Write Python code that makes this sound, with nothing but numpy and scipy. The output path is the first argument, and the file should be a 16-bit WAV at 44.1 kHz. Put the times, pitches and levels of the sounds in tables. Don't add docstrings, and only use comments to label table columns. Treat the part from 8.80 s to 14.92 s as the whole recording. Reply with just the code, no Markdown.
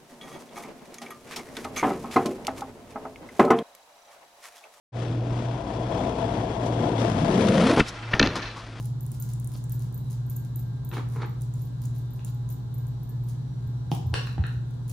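import sys
import numpy as np
from scipy import signal
from scipy.fft import rfft, irfft
from scipy.io import wavfile
from scipy.ndimage import uniform_filter1d

SR = 44100
rng = np.random.default_rng(int(sys.argv[2]) if len(sys.argv) > 2 else 0)


def bounce(signal):
    frames = np.transpose(np.atleast_2d(signal))
    limited = np.clip(frames, -1, 1)
    pcm = np.round(limited * 32767).astype(np.int16)
    wavfile.write(sys.argv[1], SR, pcm)


N = 269892
T = np.arange(N) / SR


def undb(db):
    return 10 ** (np.asarray(db) / 20)


def unit(x):
    return x / np.sqrt(np.mean(x ** 2))


def at_hz(points, hz):
    f, value = np.transpose(points)
    return np.interp(np.log(np.maximum(hz, 1)), np.log(f), value)


def colour(x, points):
    freqs = np.fft.rfftfreq(x.shape[-1], 1 / SR)
    return irfft(rfft(x) * undb(at_hz(points, freqs)), x.shape[-1])


def impulse(points, size=1024):
    freqs = np.fft.rfftfreq(size, 1 / SR)
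    cepstrum = irfft(np.log(undb(at_hz(points, freqs))))
    cepstrum[1:size // 2] *= 2
    cepstrum[size // 2 + 1:] = 0
    click = irfft(np.exp(rfft(cepstrum)))
    return click / np.abs(click).max()


def fade(t, t60):
    return np.exp(-np.log(1000) * t / t60)


def stroke(attack_s, hold_s, release_t60):
    t = T[:SR // 2]
    swell = np.minimum(t / max(attack_s, 1 / SR), 1)
    return swell * fade(np.maximum(t - attack_s - hold_s, 0), release_t60)


def soften(x, cut_hz):
    lowpass = signal.butter(2, min(cut_hz, SR * .45), fs=SR, output="sos")
    return signal.sosfilt(lowpass, x)


def walk(rate):
    k = int(SR / rate)
    steps = np.repeat(rng.standard_normal(N // k + 1), k)
    return unit(uniform_filter1d(uniform_filter1d(steps, k), k)[:N])


def rub(points, per_second, grip_db):
    happens = rng.random(N) < per_second / SR
    slips = rng.standard_normal(N) * happens * undb(grip_db * walk(90))
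    return unit(signal.fftconvolve(slips, impulse(points))[:N])


def add(track, s, sound):
    i = max(int(s * SR), 0)
    track[i:i + len(sound)] += sound[:N - i]


# (frequency [Hz], t60 [s])
ROOM_T60 = [(100, 0.62), (800, 0.5), (2000, 0.43), (5500, 0.49), (10000, 0.25), (16000, 0.29)]


def kitchen(x, wet_db, pan_db=0, gap_s=0.0012):
    t = T[:SR * 3 // 4]
    freqs = np.fft.rfftfreq(len(t), 1 / SR)
    noise, tail = rfft(rng.standard_normal((2, len(t)))), 0
    for share, (_, t60) in zip(np.eye(len(ROOM_T60)), ROOM_T60):
        band = at_hz(np.c_[np.array(ROOM_T60)[:, 0], share], freqs)
        tail = tail + irfft(noise * band, len(t)) * fade(t, t60)
    tail = tail * np.clip(t / gap_s - .5, 0, 1)
    tail /= np.sqrt(np.sum(tail ** 2) / 2)
    direct = x * undb(np.array([[pan_db], [-pan_db]]) / 2)
    return direct + undb(wet_db) * signal.fftconvolve(x[None], tail, axes=1)[:, :N]


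# (start [s], crackle level [dB], length [s])
PRESSES = [(0.0, -54.5, 0.062), (0.24, -58.5, .05), (0.315, -55.5, 0.044), (0.404, -55.5, .05),
           (0.474, -54, 0.058), (0.603, -60, 0.022), (0.69, -56, .04), (0.735, -51, 0.039),
           (0.9, -54, 0.031), (0.995, -54, 0.041), (1.163, -68, 0.11), (1.298, -56, 0.039),
           (1.496, -56.5, 0.034), (1.634, -58, .02), (1.786, -60, 0.039), (2.123, -55.5, 0.05),
           (2.295, -58, 0.067), (2.598, -59, 0.043), (2.73, -65, .15), (3.014, -54.5, 0.04),
           (3.144, -57, 0.04), (3.326, -65, 0.05), (3.451, -52, 0.024), (3.695, -50.5, 0.016),
           (3.945, -78, 0.025), (4.472, -54.5, 0.031), (5.107, -51.5, 0.058), (5.373, -60, 0.14),
           (5.639, -65.5, 0.1), (6.077, -52.5, .04)]
# (frequency [Hz], relative level [dB])
SQUISH_COLOUR = [(400, -18), (1000, -10), (2200, -5.5), (4000, -1.5), (7000, 4.5), (10500, 3.5), (12500, 4),
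                 (15000, 3.5), (17000, -27)]


def squish(level_db=-4, rest_db=-73, per_second=1100, spread_db=6.0, largest_db=23):
    attack_s, release_t60 = 0.0044, 0.064
    effort = np.full(N, undb(rest_db))
    for s, db, length in PRESSES:
        add(effort, s, undb(db) * stroke(attack_s, length - attack_s, release_t60))
    pop_db = np.minimum(spread_db * rng.exponential(size=N), largest_db)
    sizes = undb(pop_db) * rng.choice([-1, 1], N)
    pops = sizes * (rng.random(N) < per_second / SR)
    crackle = unit(signal.fftconvolve(pops, impulse(SQUISH_COLOUR))[:N])
    return kitchen(crackle * effort * undb(level_db), wet_db=1.0)


# (time [s], relative level [dB])
SMACKS = [(0.056, -34), (0.2083, -40), (0.2647, -34.5), (0.3175, -31.5), (0.4242, -28), (0.536, -30.5),
          (0.5994, -31.5), (0.6455, -31.5), (0.6736, -29), (0.7378, -35), (0.8406, -33.5), (0.8963, -35),
          (0.9946, -37.5), (1.126, -42), (1.3096, -36), (1.5664, -34), (2.2885, -41), (2.619, -31.5),
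          (2.7389, -37.5), (3.056, -31.5), (3.448, -28), (3.6905, -37), (4.0696, -42.5), (4.487, -43),
          (5.1485, -34), (5.6675, -37.5), (5.908, -48.5), (6.081, -39), (6.096, -31)]
# (frequency [Hz], relative level [dB])
SMACK_COLOUR = [(500, -21), (2500, -20), (4500, -21), (7000, 9), (10500, 6.5), (15000, 1.5), (17000, -2.5)]


def smacks(level_db=3, tear_db=-17, tear_t60=0.011):
    out, t = np.zeros(N), T[:SR // 30]
    scatter_db = 2
    for s, db in SMACKS:
        snap = undb(tear_db) * rng.standard_normal(len(t)) * fade(t, tear_t60)
        snap[0] = 1
        pocket = impulse([(hz, d + scatter_db * rng.standard_normal()) for hz, d in SMACK_COLOUR])
        sound = signal.fftconvolve(snap, pocket)
        add(out, s, undb(db + level_db) * sound / np.abs(sound).max())
    return kitchen(out, wet_db=-6)


# (start [s], level [dB], length [s])
SLURPS = [(0.48, -67, 0.069), (0.713, -50.5, 0.059), (3.018, -68, 0.059), (3.45, -60, 0.067)]
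# (frequency [Hz], relative level [dB])
SLURP_COLOUR = [(400, -7), (1050, 1.5), (1700, -15), (2400, -12), (4500, -4), (7000, -18), (16000, -33)]


def slurps():
    swell = np.zeros(N)
    for s, db, length in SLURPS:
        add(swell, s, undb(db) * np.hanning(int(length * SR)))
    friction = rub(SLURP_COLOUR, per_second=1800, grip_db=7.5)
    return kitchen(swell * friction, wet_db=-15)


# (time [s], level [dB], contact cut-off [Hz])
CLINKS = [(2.1150, -31.5, 3500), (3.393, -40.5, 9000), (5.3407, -12, 9400), (5.4718, -31.5, 6940),
          (5.5806, -29.5, 1800), (5.6393, -21, 2460)]
# (frequency [Hz], relative level [dB], t60 before damping [s])
BOWL = [(1148, -7, 0.23), (1284, -12, 0.39), (1240, -8, 0.18), (1520, -16, 0.39), (1660, -2.5, 0.37),
        (1750, 4, 0.25), (1880, -12, 0.27), (2463, -3, 0.31), (2734, 2, 0.11), (2880, -14, 0.2),
        (3410, -26, 0.16), (3570, 2, 0.23), (3600, -9, .15), (3930, 12, .12), (4180, -3, .26),
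        (4100, -25, 0.18), (5600, -1, .3), (5430, 3, 0.14), (7350, -25, .15), (9600, -27, .15)]
# (frequency [Hz], relative level [dB])
CONTACT_COLOUR = [(200, -26), (450, -5), (650, -15), (950, -6), (1600, 1.5), (1900, -4), (2250, -13),
                  (2660, -0.5), (3150, -10.5), (4000, 1), (4700, -18.5), (5650, -18), (7000, -18.5),
                  (10000, -18), (16000, -34)]


def clinks(ring_db=-32, contact_db=0, damping=3.3, chatter_db=-15, chatter_t60=0.011):
    out, t = np.zeros(N), T[:SR // 2]
    for s, db, cut_hz in CLINKS:
        push = undb(chatter_db) * rng.standard_normal(len(t)) * fade(t, chatter_t60)
        push[0] = 1
        crack = signal.fftconvolve(push, impulse(CONTACT_COLOUR))[:len(t)]
        ring = np.zeros(len(t))
        for k, (hz, mode_db, t60) in enumerate(BOWL):
            sign = (-1) ** k
            ring += undb(mode_db) * sign * np.sin(2 * np.pi * hz * t) * fade(t, t60 / damping)
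        blow = undb(contact_db) * crack + undb(ring_db) * ring
        add(out, s, undb(db) * soften(blow, cut_hz))
    return kitchen(out, wet_db=3.5, pan_db=4, gap_s=0.0056)


# (time [s], level before softening [dB], contact cut-off [Hz])
KNOCKS = [(5.1167, -16, 12000), (5.1204, -42, 1300), (5.1251, -26.5, 5000), (5.1521, -38, 9000),
          (5.333, -27.5, 1200), (5.5804, -24.5, 1600)]
# (frequency [Hz], relative level [dB])
KNOCK_COLOUR = [(80, -3), (200, 6.5), (330, 9.5), (580, -6.5), (780, 9), (1050, -3.5), (1500, -22.5),
                (2200, -19), (3100, -7.5), (4200, -20), (5500, -16), (9000, -38), (16000, -38)]


def knocks():
    out = np.zeros(N)
    for s, db, cut_hz in KNOCKS:
        add(out, s, undb(db) * soften(impulse(KNOCK_COLOUR), cut_hz))
    return kitchen(out, wet_db=0, pan_db=-4.5)


# (time [s], level [dB], frequency [Hz], length [s])
THUDS = [(4.845, -30, 86, 0.038), (5.113, -20.5, 143, 0.034), (5.17, -23.5, 137, 0.043),
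         (5.244, -25, 89.3, 0.064), (5.3, -24, 86, 0.056), (5.59, -15.5, 83, 0.039),
         (5.582, -30, 180, 0.035), (5.755, -29, 82, 0.031)]


def thuds():
    out = np.zeros(N)
    for s, db, hz, length in THUDS:
        t = T[:int(length * SR)]
        push = np.sin(np.pi * t / length)
        add(out, s, undb(db) * push * np.sin(2 * np.pi * hz * t))
    return kitchen(out, wet_db=-22.5)


# (time [s], level [dB], rebound delay [s], rebound relative to strike [dB])
CHARMS = [(0.2083, -39, 0.022, -2), (0.4005, -31, .024, -10), (0.9218, -30, 0.023, -11),
          (1.1441, -35, 0.034, -3.5), (1.465, -46, 0.026, -6), (1.499, -31.5, 0.064, -1.5),
          (1.7593, -31.5, 0.036, -6.5), (2.049, -36.5, .042, 0.5), (2.4603, -47.5, 0.035, -1),
          (2.819, -41.5, .0339, -5), (3.018, -46, .035, -8), (3.152, -53, 0.031, 7),
          (3.3069, -47, .0279, 2), (3.497, -46.5, .049, -2), (3.703, -36, .0227, -3),
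          (3.943, -39, 0.039, -1.5), (4.0806, -47, 0.026, -14), (4.2328, -44.5, 0.061, 3.5),
          (4.4378, -48.5, .03, -4), (4.8748, -52, .03, -10), (5.2684, -47, .03, -9)]


def bracelet(ring_db=-1, ring_t60=0.039, tick_db=0, detune_hz=110):
    charm_hz, neighbour_hz = 13850, 14000
    out, t = np.zeros(N), T[:SR // 4]
    tick = impulse(SMACK_COLOUR)
    for s, db, gap_s, rebound_db in CHARMS:
        strike = (s, db, charm_hz)
        rebound = (s + gap_s, db + rebound_db, neighbour_hz)
        for when, touch_db, hz in (strike, rebound):
            ring = np.sin(2 * np.pi * (hz + detune_hz * rng.standard_normal()) * t)
            add(out, when, undb(touch_db + ring_db) * ring * fade(t, ring_t60))
            add(out, when, undb(touch_db + tick_db) * tick)
    return kitchen(out, wet_db=-2)


# (start [s], relative level [dB], swell [s], hold [s])
SCUFFS = [(2.11, -34.5, 0.036, 0.049), (2.32, -36, .10, 0.024)]
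# (time [s], relative level [dB])
CATCHES = [(2.133, -39.5), (2.415, -48.5)]
# (frequency [Hz], relative level [dB])
SCUFF_COLOUR = [(150, -24), (250, 5), (335, 3.5), (480, 3), (600, -11), (800, -1), (1250, -0.5), (1550, -6),
                (1850, -7), (2300, -11), (3000, -24), (4000, -29), (6000, -30), (10000, -45), (16000, -64)]
# (frequency [Hz], relative level [dB])
GRIT_COLOUR = [(1000, -22), (3200, 4), (4300, 3.5), (5400, -8), (7000, -6), (10000, -19), (16000, -42)]


def scuffs(level_db=-3, grit_db=-21):
    slide, bite = np.zeros((2, N))
    for s, db, swell_s, hold_s in SCUFFS:
        add(slide, s, undb(db) * stroke(swell_s, hold_s, release_t60=0.1))
    for s, db in CATCHES:
        add(bite, s, undb(db) * stroke(attack_s=0.0035, hold_s=0.0061, release_t60=0.1))
    body = rub(SCUFF_COLOUR, per_second=1200, grip_db=2.0) * slide
    grit = rub(GRIT_COLOUR, per_second=4000, grip_db=4.0) * (bite + undb(grit_db) * slide)
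    return kitchen(undb(level_db) * (body + grit), wet_db=-4.5)


# (frequency [Hz], rms level before waver [dB])
HUM = [(56.5, -52), (103.5, -82), (117.7, -44.5), (120.0, -31.5), (136.3, -39.5), (240.0, -61),
       (256.3, -67)]
# (frequency [Hz], rms level before waver [dB])
WHINE = [(829.0, -71.5), (1007, -70.5), (1066, -76.5), (1362, -85), (1421, -78.5), (1599, -75.5),
         (1717, -82), (2132, -86.5), (3612, -80.5), (3908, -80.5), (4500, -85.5), (5744, -82), (5803, -85),
         (6632, -100)]


def fridge(whine_db=0, whine_waver_db=4.0):
    hum_waver_db = .5
    hum = whine = 0
    for hz, db in HUM:
        phase = rng.uniform(0, 2 * np.pi)
        hum = hum + undb(db + hum_waver_db * walk(5.07)) * np.sin(2 * np.pi * hz * T + phase)
    for hz, db in WHINE:
        level = undb(db + whine_db + whine_waver_db * walk(11))
        ear_phases = rng.uniform(0, np.pi, (2, 1))
        drift = .5 * walk(9.2)
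        whine = whine + level * np.sin(2 * np.pi * hz * T + drift + ear_phases)
    return 2 ** .5 * (hum + whine)


# (frequency [Hz], relative level [dB])
AIR = [(20, -17), (40, -13), (60, -2), (105, -3.5), (138, 2.5), (200, -8), (400, -20.5), (560, -28.5),
       (900, -28), (2500, -48.5), (3900, -39), (5000, -47.5), (11000, -56), (15500, -59), (17000, -79)]
# (frequency [Hz], side minus mid [dB])
AIR_SIDE = [(30, 1), (120, -11.5), (250, -5), (500, 1.5), (2000, 0), (12000, 5.5)]


def air(level_db=-41.0):
    mid, side = colour(rng.standard_normal((2, N)), AIR)
    side = colour(side, AIR_SIDE)
    return undb(level_db) * np.array([mid + side, mid - side]) / mid.std()


def scene():
    mash = squish() + smacks() + slurps()
    spoon_and_bowl = clinks() + knocks() + thuds()
    return mash + spoon_and_bowl + bracelet() + scuffs() + fridge() + air()


# (frequency [Hz], share of the side signal kept [0..1])
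WIDTH = [(7500, 1), (9500, .4), (16000, .3)]


def record(dry):
    split_hz, lag_s, top_hz = 5550, .00021, 16300
    hz = np.fft.rfftfreq(N, 1 / SR)
    left, right = rfft(dry)
    mid = (left + right) / 2
    side = (left - right) / 2 * at_hz(WIDTH, hz)
    late = np.exp(-2j * np.pi * lag_s * np.maximum(hz - split_hz, 0))
    ears = irfft([mid + side, (mid - side) * late], N)
    lowpass = signal.ellip(8, .2, 80, top_hz, fs=SR, output="sos")
    return signal.sosfilt(lowpass, ears)


dry = scene()
out = record(dry)
bounce(out)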